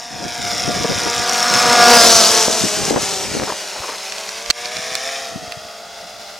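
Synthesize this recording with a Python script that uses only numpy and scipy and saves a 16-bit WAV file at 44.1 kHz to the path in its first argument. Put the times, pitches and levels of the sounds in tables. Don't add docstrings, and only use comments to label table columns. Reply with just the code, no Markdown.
import sys
import numpy as np
from scipy import signal
from scipy.fft import rfft, irfft, next_fast_len
from scipy.io import wavfile
from scipy.ndimage import uniform_filter1d, map_coordinates

SR = 44100
rng = np.random.default_rng(int(sys.argv[2]) if len(sys.argv) > 2 else 0)


def store_wav(level_fs):
    pcm = np.round(np.clip(np.atleast_2d(level_fs), -1, 1) * 32767)
    wavfile.write(sys.argv[1], SR, pcm.T.astype(np.int16))


N = 281887
TIME = np.arange(N) / SR
TOP_HZ = 16000

# start_s, blade_pass_hz
LEAD_ROTOR = [(0, 235), (.5, 236), (1.2, 237), (1.6, 240.5), (1.8, 238), (1.98, 236), (2.08, 227),
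              (2.2, 224), (2.32, 215), (2.57, 220), (2.7, 207), (2.9, 195), (3.1, 193), (3.4, 185),
              (3.7, 187), (3.95, 185), (4.05, 192), (4.5, 197.5), (4.65, 197), (4.8, 220), (5, 224),
              (5.15, 231), (5.28, 230), (5.48, 213), (5.85, 205), (6.39, 200.5)]
UNBALANCED_ROTOR = [(0, 249), (.6, 246), (1.15, 248), (1.45, 252), (1.92, 249), (2.08, 238), (2.3, 233),
                    (2.45, 233), (2.56, 243), (2.7, 213), (2.85, 214), (3.25, 204), (3.33, 209), (3.6, 208),
                    (3.75, 203), (4, 212), (4.25, 218), (4.45, 230), (4.55, 239), (4.7, 242), (5, 258),
                    (5.08, 269), (5.2, 269), (5.35, 253), (5.48, 235), (5.8, 226), (6.39, 226.5)]
SLOW_ROTOR = [(0, 187), (.5, 186), (1.4, 189.5), (1.9, 188), (2.05, 181), (2.75, 167.4), (3.15, 173.3),
              (4.1, 166), (4.7, 150), (5.15, 152), (5.38, 166), (5.5, 175.5), (6.39, 178)]
TRIM_ROTOR = [(0, 185), (.5, 177.6), (1.4, 213.8), (1.8, 209.7), (2.75, 183.2), (4.7, 158.5), (5.4, 171),
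              (6.39, 188.1)]
# pitch_hz, relative_level_db
WHINE = [(110, -29), (185, -14), (240, -12.5), (360, -8.5), (460, -3.5), (525, -2.5), (565, -3.5), (620, 1),
         (710, 3), (850, -5), (950, -5.5), (1070, -8.5), (1190, -6), (1310, -7.5), (1430, -6),
         (1540, -12.5), (1650, -7), (1780, -18.5), (1900, -16), (2100, -14.5), (3200, -19), (5300, -16.5),
         (8000, -67)]
# start_s, fast_pair_db, slow_pair_db, unsteadiness (1 = calm air)
TONES = [(0, 1, -0.5, 0.58), (.8, 1, 1, 0.69), (1.45, 2, 2, 1.6), (1.8, 3, 3.5, 1.8), (1.97, 4.5, 2.5, 2),
         (2.1, -2, -2, 2.8), (2.4, -2.5, -3, 4), (2.8, -2, -8, 4.6), (3.5, -1, -2, 3), (4.1, 0, -6, 1),
         (4.65, 1.5, -7, .7), (5.15, 0, -7, .7), (5.5, -.5, 1, .7), (5.8, -1.5, 2.5, 0.68),
         (6.39, -1.5, 2, 0.66)]
# start_s, overtones_db, rasp_chop (0-1)
EDGE = [(0, 0, 0.83), (.6, 2, 0.9), (1.15, 4.5, 0.85), (1.5, 6.5, 0.89), (1.97, 4, 0.67), (2.4, 2.5, .55),
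        (3, -5, 0.3), (4, 0.5, 0.35), (5.1, -2.5, 0.5), (5.7, 0, 0.14), (6.39, -2, 0.39)]
# start_s, load_db
LOAD = [(0, -5), (.5, 3), (1.93, -1), (2.1, 2.5), (2.24, 0), (2.4, -1), (2.9, 0), (3.04, 2), (3.35, -1.5),
        (3.6, -1.5), (4.5, 1), (5.05, 5.5), (5.2, 4), (5.36, -3), (5.8, -6), (6.39, -4)]

# pitch_hz, relative_level_db (per Hz)
FRONT = [(150, -12), (400, -14), (750, -2.5), (1050, -8.5), (1700, -9.5), (2500, -3), (3050, -9.5),
         (3600, -6), (4450, -7.5), (5000, -1.5), (5800, -1), (6500, -6.5), (7200, -11), (7900, -13.5),
         (8900, -15), (12000, -23), (16000, -36)]
CLOSE = [(150, -40), (400, -12), (750, -6), (1400, 1.5), (2300, -1), (3050, -5.5), (3450, 1), (4200, -3.5),
         (4750, 0), (5300, 5.5), (6000, 2), (6700, -1.5), (8000, -5.5), (11000, -14), (16000, -27)]
OVERHEAD = [(150, -32), (400, -12), (750, -2), (1400, -7), (2200, -2), (3000, -4), (4200, -1.5),
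            (5050, 8.5), (5800, 2.5), (6800, -2), (8000, -5.5), (9500, -8), (11000, -9), (16000, -24)]
BELOW = [(150, -38), (400, -9.5), (750, -10.5), (1300, -7), (2100, -15), (3200, -5.5), (4500, -1),
         (5800, 2), (7000, -4), (8500, -9.5), (11000, -14), (16000, -28)]
LEAVING = [(150, -38), (400, -9), (750, -4), (1300, -4.5), (2100, -5), (2800, -4), (4000, -4.5), (5400, 1),
           (7000, -3), (8100, -4), (9500, -11.5), (12000, -16.5), (16000, -30)]
BEHIND = [(150, -24), (400, -6), (750, 5), (1100, -4), (1800, 1), (2500, 3), (3000, 0), (4400, 2.5),
          (5400, 3.5), (6800, 0), (7700, -4.5), (8200, -6), (9100, -7), (9700, -5.5), (10300, -11.5),
          (12000, -14), (16000, -26)]
BRAKING = [(150, -24), (400, -27), (750, 6), (1100, -3.5), (1800, 2), (2500, 5.5), (3000, -1), (3700, 2.5),
           (4400, 0), (5500, 4.5), (6700, 0.5), (7800, -8), (9000, -7), (12000, -16), (16000, -28)]
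FAR = [(150, -20), (400, -7), (700, 1.5), (1000, -1), (1350, 0.5), (1750, 0.5), (3000, 1.5), (3500, 2.5),
       (4200, 2.5), (4850, 5.5), (6300, 1), (7600, -5.5), (10000, -10), (16000, -19)]
# start_s, colour table
FACING = [(1.15, FRONT), (1.42, CLOSE), (1.8, CLOSE), (1.95, OVERHEAD), (2.14, BELOW), (2.75, LEAVING),
          (3.1, LEAVING), (3.7, BEHIND), (4.25, BEHIND), (4.65, BRAKING), (5.151, BRAKING), (5.65, FAR)]
# start_s, share_db
SCATTER = [(0, -20), (1.7, -65), (2.3, -24), (3.7, -14), (4.4, -19), (6.39, -5)]
# pitch_hz, likeness (0-1)
ALIKE = [(200, 0.87), (1000, 1), (5000, 1), (15000, 0.98)]
# pitch_hz, likeness (0-1)
ALIKE_ASIDE = [(1000, 1), (3500, 1), (5200, .78), (7300, 1), (10000, 0.91), (14000, 0.46)]
# start_s (centre), relative_level_db
SLAPS = [(0.8355, -7), (1.1019, -5), (1.112, -8), (1.134, -8), (1.1508, -5), (1.296, 0), (1.3353, -2),
         (1.3438, -4)]
# pitch_hz, level_db (per Hz)
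SLAP_COLOUR = [(1000, -26), (4400, -5), (5600, 1), (7000, 0), (9000, -9.5), (12000, -19), (16000, -27)]

# start_s, delay_ms
GROUND_DELAY = [(0, 1.05), (.35, 1.27), (.62, 1.5), (1, 2), (1.25, 2.55), (1.5, 3.35), (2, 4.9), (2.3, 3.7),
                (2.55, 2.95), (2.8, 2.55), (3, 2.32), (3.3, 2.15), (4.2, 1.95), (4.6, 1.8), (5.35, 1.56),
                (5.8, 1.48), (6.39, 1.44)]
# start_s, strength (0-1)
GROUND_STRENGTH = [(0, 0.48), (.6, 0.47), (1.25, 0.24), (2, 0.052), (2.55, 0.15), (3.1, 0.36), (4.1, 0.18),
                   (4.6, 0.45), (5.4, 0.54), (6.39, 0.38)]
# start_s, delay_ms, strength (0-1), later_strength (0-1)
BODY_ECHOES = [(0, .565, .36, 0), (1.22, .565, .34, 0), (1.3, .69, .22, .2), (1.45, .74, .22, .24),
               (1.62, .765, .26, .25), (1.8, .75, .26, .25), (1.93, .68, .15, .15), (2.1, .5, .12, .05),
               (2.5, .3, .08, .03), (3.15, .3, .08, .02), (3.3, .41, .25, .04), (3.5, .59, .25, .06),
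               (3.7, .72, .2, .1), (3.95, .79, .17, .2), (4.3, .7, .1, .17), (4.56, .555, .22, 0),
               (5.1, .56, .3, 0), (5.35, .61, .2, 0), (6.39, .555, .14, 0)]
# start_s, off_axis (0-1)
OFF_AXIS = [(0, 0.04), (1.82, 0.02), (2.03, 0.79), (3.35, 0.92), (3.8, .12), (6.39, 0)]
# pitch_hz, left_over_right_db
PORT_COLOUR = [(1000, 0.57), (3500, -0.5), (4600, -0.8), (5400, 1), (6200, 3), (7800, 1.7), (9000, 0.5),
               (12000, -0.5)]

# start_s, relative_level_db
BREEZE = [(0, -59), (.2, -43.5), (.35, -45), (.75, -31), (1.35, -41.5), (2.05, -35), (2.4, -43.5),
          (2.9, -33.5), (3.12, -42.5), (3.4, -35), (3.68, -67), (4.15, -66), (4.8, -53.5), (5.2, -54),
          (5.38, -46.5), (5.72, -59.5), (6.39, -62)]
# pitch_hz, relative_level_db (per Hz)
RUMBLE = [(20, 5.5), (45, -7.5), (90, 1), (160, 1), (300, -1), (600, -12.5), (2000, -59)]
# pitch_hz, relative_level_db (per Hz)
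PUFF_COLOUR = [(60, -41), (170, 2.5), (350, -6), (600, -5), (1500, -41), (4000, -90)]
# start_s (centre), relative_level_db, spread_s, top_hz, likeness (left-right, 0-1)
GUSTS = [(0.223, -27.5, 0.014, 450, 0.36), (0.26, -29, 0.0082, 378, 0.25), (0.618, -38, 0.0069, 330, 0.14),
         (0.685, -22.5, 0.011, 463, 0.3), (0.853, -21, 0.006, 599.3, 0.7), (0.905, -19.5, 0.0055, 740, 0),
         (1.022, -28, 0.0077, 350, 0.12), (1.069, -22, 0.0088, 666, 0.24), (1.2, -30, 0.006, 303, 0.2),
         (1.55, -25.5, 0.016, 350, 0.11), (1.655, -27, 0.013, 433, 0), (2.482, -5, 0.0024, 680, 0.23),
         (2.502, -13.5, 0.0053, 604, 0.33), (2.655, -23, 0.018, 404, 0.24), (2.93, -12.5, 0.014, 587, 0),
         (2.97, -7.5, 0.012, 740, 0.14), (3.355, -20, 0.015, 506, 0.03), (3.42, -28.5, 0.027, 596, 0),
         (3.501, -25, 0.02, 1120, 1), (3.775, -30.5, 0.012, 1195, 1), (3.843, -29, 0.007, 1300, 1),
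         (3.87, -35, 0.06, 1300, 1), (3.807, -35, 0.0053, 170, 0.1), (3.896, -23, 0.005, 1190, 1),
         (3.928, -28.5, 0.0092, 1406, 1), (4.79, -34, 0.0054, 278, 0.17), (4.914, -41, 0.0084, 279.2, .3),
         (5.369, -33, 0.0096, 327, 0.32), (5.435, -38, 0.0096, 260, 0.5), (5.578, -41, 0.0088, 199, 0.4)]
# start_s (centre), relative_pressure_db, spread_s
SHOVES = [(2.484, -1.5, 0.024), (2.923, -9, 0.021), (2.962, 1, 0.031)]
# start_s (centre), relative_peak_db, half_width_ms
POPS = [(0.901, -15, 0.36), (1.07, -18, 0.43), (2.483, 0, 0.21), (2.915, -9, 0.24), (2.941, 1, 0.1),
        (2.962, 8.5, 0.16), (3.317, -10, 0.37), (3.375, -11, 0.2), (3.399, 1, 0.1), (3.421, -2.5, 0.12),
        (3.436, -2.5, 0.11), (3.496, -17, 0.14), (3.522, -13, 0.2)]
# start_s, relative_level_db, top_hz
CLICKS = [(4.122, -15.5, 6080), (4.183, -21, 6000), (4.291, -19, 6000), (4.461, -20, 6073),
          (4.5013, 4, 8160), (4.5035, 5, 8840), (4.5072, 8.5, 9000), (4.657, -18, 4980), (4.768, -16, 5000),
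          (4.953, -11.5, 8930), (5.522, -16, 3022)]
# pitch_hz, relative_level_db (per Hz)
HOUSING = [(60, -20), (200, -4), (800, -8), (1200, 1), (1600, 3), (2800, 7), (3600, 2), (4500, 13.5),
           (5300, -1), (6000, 8), (7000, -5), (7700, 5), (9000, -9), (16000, -24)]
# pitch_hz, relative_level_db (per Hz)
FLOOR = [(20, 10.5), (45, 1), (90, -1.5), (200, -22), (600, -30), (2000, -60)]

PASS_S, CLOSEST_M, SPEED_M_PER_S = 2.057, 1.8, 9.92
BRAKE_S, BRAKE_TIME_S = 4.25, 0.6
SPREAD_DB = 21.5
TURNED_M = 11.6
CRUISE_HZ, TIP_SPEED_DB, LOAD_SHARE = 257.4, 62, 0.29
WAVER, WAVER_PER_S = 0.22, 13
THRUM_DB, THRUM_S, THRUM_WIDTH_S, THRUM_HZ = 6, 2.48, 1.16, 510
CRACKLE_HZ, BODY_CHOP = 3740, 0.73
ECHO_GAP_MS = 0.18
OFF_AXIS_DB, OFF_AXIS_LAG_MS = 0.45, 0.018
PUFF_DB, PUFF_SWING_DB, PUFFS_PER_S = -5, 8.5, 45
FLOOR_DB = -52


def drone():
    overtones_db, chop = curves(EDGE)
    lead, lead_sweep = propeller(
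        LEAD_ROTOR, ahead_db=-15.5, behind_db=-12.0, odd_db=-49.0, uneven=0.12, flutter=0.00228)
    rough, rough_sweep = propeller(
        UNBALANCED_ROTOR, ahead_db=-22.5, behind_db=-14.0, odd_db=-5.0, uneven=0.42, flutter=0.00237)
    slow, slow_sweep = propeller(
        SLOW_ROTOR, ahead_db=-17.0, behind_db=-14.5, odd_db=-4.5, uneven=0.085, flutter=0.00355)
    trim, trim_sweep = propeller(
        TRIM_ROTOR, ahead_db=-25.5, behind_db=-22, odd_db=-32, uneven=0.1, flutter=0.00507)

    fast_db, slow_db, _ = curves(TONES)
    tones = amp(fast_db) * (lead + rough) + amp(slow_db) * (slow + trim)
    whine = filtered(tones, lambda hz: amp(along(WHINE, hz)))
    overtones = filtered(whine, lambda hz: above(hz, 850.0, 12))
    thrum = filtered(whine, lambda hz: 1 / (1 + (hz / THRUM_HZ) ** 8))
    thrum_db = THRUM_DB * np.exp(-((TIME - THRUM_S) / THRUM_WIDTH_S) ** 2)
    whine = whine + (amp(overtones_db) - 1) * overtones + (amp(thrum_db) - 1) * thrum

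    others = 0.091 * lead_sweep + 0.22 * (slow_sweep + trim_sweep)
    sweep = rough_sweep + np.clip(1.84 * (1.05 - chop), 0.1, 2) * others
    hiss = off_camera(rasp(sweep, chop, rasp_db=-7.0) + slaps(slap_db=0.5, width_ms=0.22))

    ground = curves(GROUND_DELAY) + curves(GROUND_STRENGTH)
    return at_ports(echoes(whine + hiss, [ground], dull_hz=4970))


def propeller(table, ahead_db, behind_db, odd_db, uneven, flutter, order=64, size=4096):
    blade_hz, = curves(table)
    unsteady = curves(TONES)[2]
    turns_per_s = blade_hz / 2 * (1 + flutter * unsteady * wobble(20))
    turns = np.cumsum(turns_per_s) / SR + 0.0018 * wobble(120)
    k = np.arange(order)
    lines = np.where(k % 2, amp(odd_db), 1) * (k > 0)

    def spin():
        phases = np.exp(2j * np.pi * rng.random(order))
        one_turn = irfft(lines * phases, size) * size / 2
        return np.interp(turns % 1 * size, np.arange(size), one_turn)

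    waver = wobble(WAVER_PER_S) * spin() + wobble(WAVER_PER_S) * spin()
    pulses = spin() + WAVER * np.sqrt(np.abs(unsteady)) * waver
    level_db = whine_level(blade_hz, ahead_db, behind_db) + 1.3 * wobble(14)

    blade = np.cos(2 * np.pi * turns)
    sweep = blade ** 26 * (1 + np.clip(uneven, 0, 1) * blade)
    return amp(level_db) * pulses, sweep


def whine_level(blade_hz, ahead_db, behind_db):
    near_db, behind = flight()
    effort_db = TIP_SPEED_DB * np.log10(blade_hz / CRUISE_HZ) + LOAD_SHARE * curves(LOAD)[0]
    return near_db + effort_db + ahead_db + (behind_db - ahead_db) * behind


def flight():
    braking_s = np.maximum(TIME - BRAKE_S, 0)
    flown_s = TIME - braking_s + BRAKE_TIME_S * (1 - np.exp(-braking_s / BRAKE_TIME_S))
    past_m = SPEED_M_PER_S * (flown_s - PASS_S)
    near_db = -SPREAD_DB * np.log10(np.hypot(past_m / CLOSEST_M, 1))
    return near_db, np.clip(past_m / TURNED_M, 0, 1)


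def rasp(sweep, chop, rasp_db):
    bursts = np.abs(sweep) * amp(3.4 * wobble(170) + 1.1 * wobble(45))
    bursts = bursts / bursts.mean()
    aside = np.clip(curves(OFF_AXIS)[0], 0, 1)

    def chopped(depth):
        depth = np.clip(depth, 0, 1)
        eddies = np.sqrt(1 - aside) * stereo_noise(ALIKE) + np.sqrt(aside) * stereo_noise(ALIKE_ASIDE)
        return eddies * np.sqrt(1 - depth + depth * bursts)

    crackle = filtered(chopped(chop), lambda hz: np.sqrt(above(hz, CRACKLE_HZ, 6)))
    body = filtered(chopped(BODY_CHOP * chop), lambda hz: np.sqrt(1 - above(hz, CRACKLE_HZ, 6)))
    diffuse = amp(curves(SCATTER)[0])
    air = (crackle + body + diffuse * rng.standard_normal((2, N))) / np.hypot(1, diffuse)
    air = filtered(air, lambda hz: above(hz, 160, 4))

    times = [s for s, _ in FACING]
    hiss = 0
    for share, (_, colour) in zip(np.eye(len(FACING)), FACING):
        hiss = hiss + np.interp(TIME, times, share) * coloured(air, colour)
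    return hiss * amp(rasp_db + flight()[0] + curves(LOAD)[0] + 0.65 * wobble(24.94))


def slaps(slap_db, width_ms):
    bursts = 0
    for s, db in SLAPS:
        bursts = bursts + amp(db + slap_db) * swell(s, width_ms / 1000)
    return filtered(bursts * rng.standard_normal(N), lambda hz: amp(along(SLAP_COLOUR, hz)))


def off_camera(x):
    ms, first, later = curves(BODY_ECHOES)
    paths = [(ms, first), (ms + ECHO_GAP_MS, later), (ms + 2 * ECHO_GAP_MS, 0.51 * later)]
    return echoes(x, paths, dull_hz=18600)


def echoes(x, paths, dull_hz):
    soft = filtered(x, lambda hz: 1 / (1 + (hz / dull_hz) ** 2))
    out = x
    for ms, strength in paths:
        late = np.array([map_coordinates(side, [(TIME - ms / 1000) * SR]) for side in soft])
        out = out + strength * late
    return out


def at_ports(craft):
    off, = curves(OFF_AXIS)
    sides = np.array([[0.5], [-0.5]])
    craft = filtered(craft, lambda hz: amp(sides * along(PORT_COLOUR, hz)))
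    left, right = craft * amp(sides * OFF_AXIS_DB * off)
    right = map_coordinates(right, [(TIME - OFF_AXIS_LAG_MS * off / 1000) * SR])
    return np.array([left, right])


def wind(rumble_db, gust_db, pop_db):
    return breeze(rumble_db) + gusts(gust_db) + shoves() - pops(pop_db)


def breeze(rumble_db):
    breeze_db, = curves(BREEZE)
    rumble = coloured(stereo_noise([(100, 0.034)]), RUMBLE)
    rumble = rumble * amp(rumble_db + breeze_db + 4.0 * wobble(24.03) + 2.6 * wobble(64))
    puffs = coloured(stereo_noise([(100, 0.13)]), PUFF_COLOUR)
    puffs = puffs * amp(PUFF_SWING_DB * np.minimum(wobble(PUFFS_PER_S), 2))
    return rumble + puffs * amp(PUFF_DB + breeze_db)


def gusts(gust_db):
    churn = amp(3.9 * wobble(140))
    out = np.zeros((2, N))
    for s, db, spread_s, top_hz, alike in GUSTS:
        band = signal.butter(2, [top_hz * 0.31, top_hz], "band", fs=SR, output="sos")
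        shared = np.clip(alike, 0, 1)
        eddies = np.sqrt(shared) * rng.standard_normal(N)
        eddies = eddies + np.sqrt(1 - shared) * rng.standard_normal((2, N))
        out += swell(s, spread_s) * amp(db + gust_db) * unit(signal.sosfilt(band, eddies * churn))
    return out


def shoves():
    return sum(amp(db) * swell(s, spread_s) for s, db, spread_s in SHOVES)


def pops(pop_db):
    out = np.zeros(N)
    for s, db, half_ms in POPS:
        away = np.minimum(np.abs(TIME - s) * 1000 / half_ms, 30) * 1.32
        out += amp(db + pop_db) / np.cosh(away)
    return out


def clicks(click_db, t60):
    ring = coloured(stereo_noise([(1000, 0.39)]), HOUSING)
    out = 0
    for s, db, top_hz in CLICKS:
        soft = signal.butter(2, min(top_hz, TOP_HZ), fs=SR, output="sos")
        decay = amp(click_db + db - 60 * np.abs(TIME - s) / t60) * (TIME >= s)
        out = out + signal.sosfilt(soft, ring) * decay
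    return out


def outdoor_rumble():
    return amp(FLOOR_DB) * coloured(stereo_noise([(100, 0.4)]), FLOOR)


def limiter_gain(x, ceiling_db, release_db_per_s, size=44):
    power = np.abs(uniform_filter1d(np.mean(x ** 2, axis=0), size))
    over_db = np.maximum(10 * np.log10(power + 1e-12) - ceiling_db, 0)
    ramp_db = release_db_per_s * TIME
    return amp(ramp_db - np.maximum.accumulate(over_db + ramp_db))


def amp(db):
    return 10 ** (np.asarray(db) / 20)


def unit(x):
    return x / np.sqrt(np.mean(x ** 2) + 1e-20)


def along(points, hz):
    f, v = np.transpose(points)
    return np.interp(np.log(hz + 1), np.log(f + 1), v)


def curves(rows):
    s, *cols = np.transpose(rows)
    return [np.interp(TIME, s, c) for c in cols]


def wobble(rate):
    knots = rng.standard_normal(int(N * rate / SR) + 4)
    return map_coordinates(knots, [TIME * rate])


def swell(centre_s, spread_s):
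    return np.exp(-0.5 * ((TIME - centre_s) / spread_s) ** 2)


def above(hz, corner_hz, power):
    return hz ** power / (hz ** power + corner_hz ** power)


def filtered(x, response):
    m = next_fast_len(N + 8192)
    return irfft(rfft(x, m) * response(np.fft.rfftfreq(m, 1 / SR)), m)[..., :N]


def coloured(x, spectrum):
    return unit(filtered(x, lambda hz: amp(along(spectrum, hz))))


def stereo_noise(alike):
    def mid_side(hz):
        turn = np.arccos(np.clip(along(alike, hz), -1, 1)) / 2
        return np.array([np.cos(turn), np.sin(turn)])

    mid, side = filtered(rng.standard_normal((2, N)), mid_side)
    return np.array([mid + side, mid - side])


def scene():
    craft = drone()
    air = wind(rumble_db=2.5, gust_db=2.5, pop_db=-4.5) * amp([[1.2], [-1.2]])
    hand = clicks(click_db=3.0, t60=0.013) * amp([[-2.7], [2.7]])
    return craft + air + hand + outdoor_rumble()


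def record(dry):
    thin = filtered(dry, lambda hz: above(hz, 39, 8))
    held = thin * limiter_gain(dry, ceiling_db=-3.5, release_db_per_s=200)
    return filtered(np.clip(held, -1, 1), lambda hz: hz < TOP_HZ)


dry = scene()
out = record(dry)
store_wav(out)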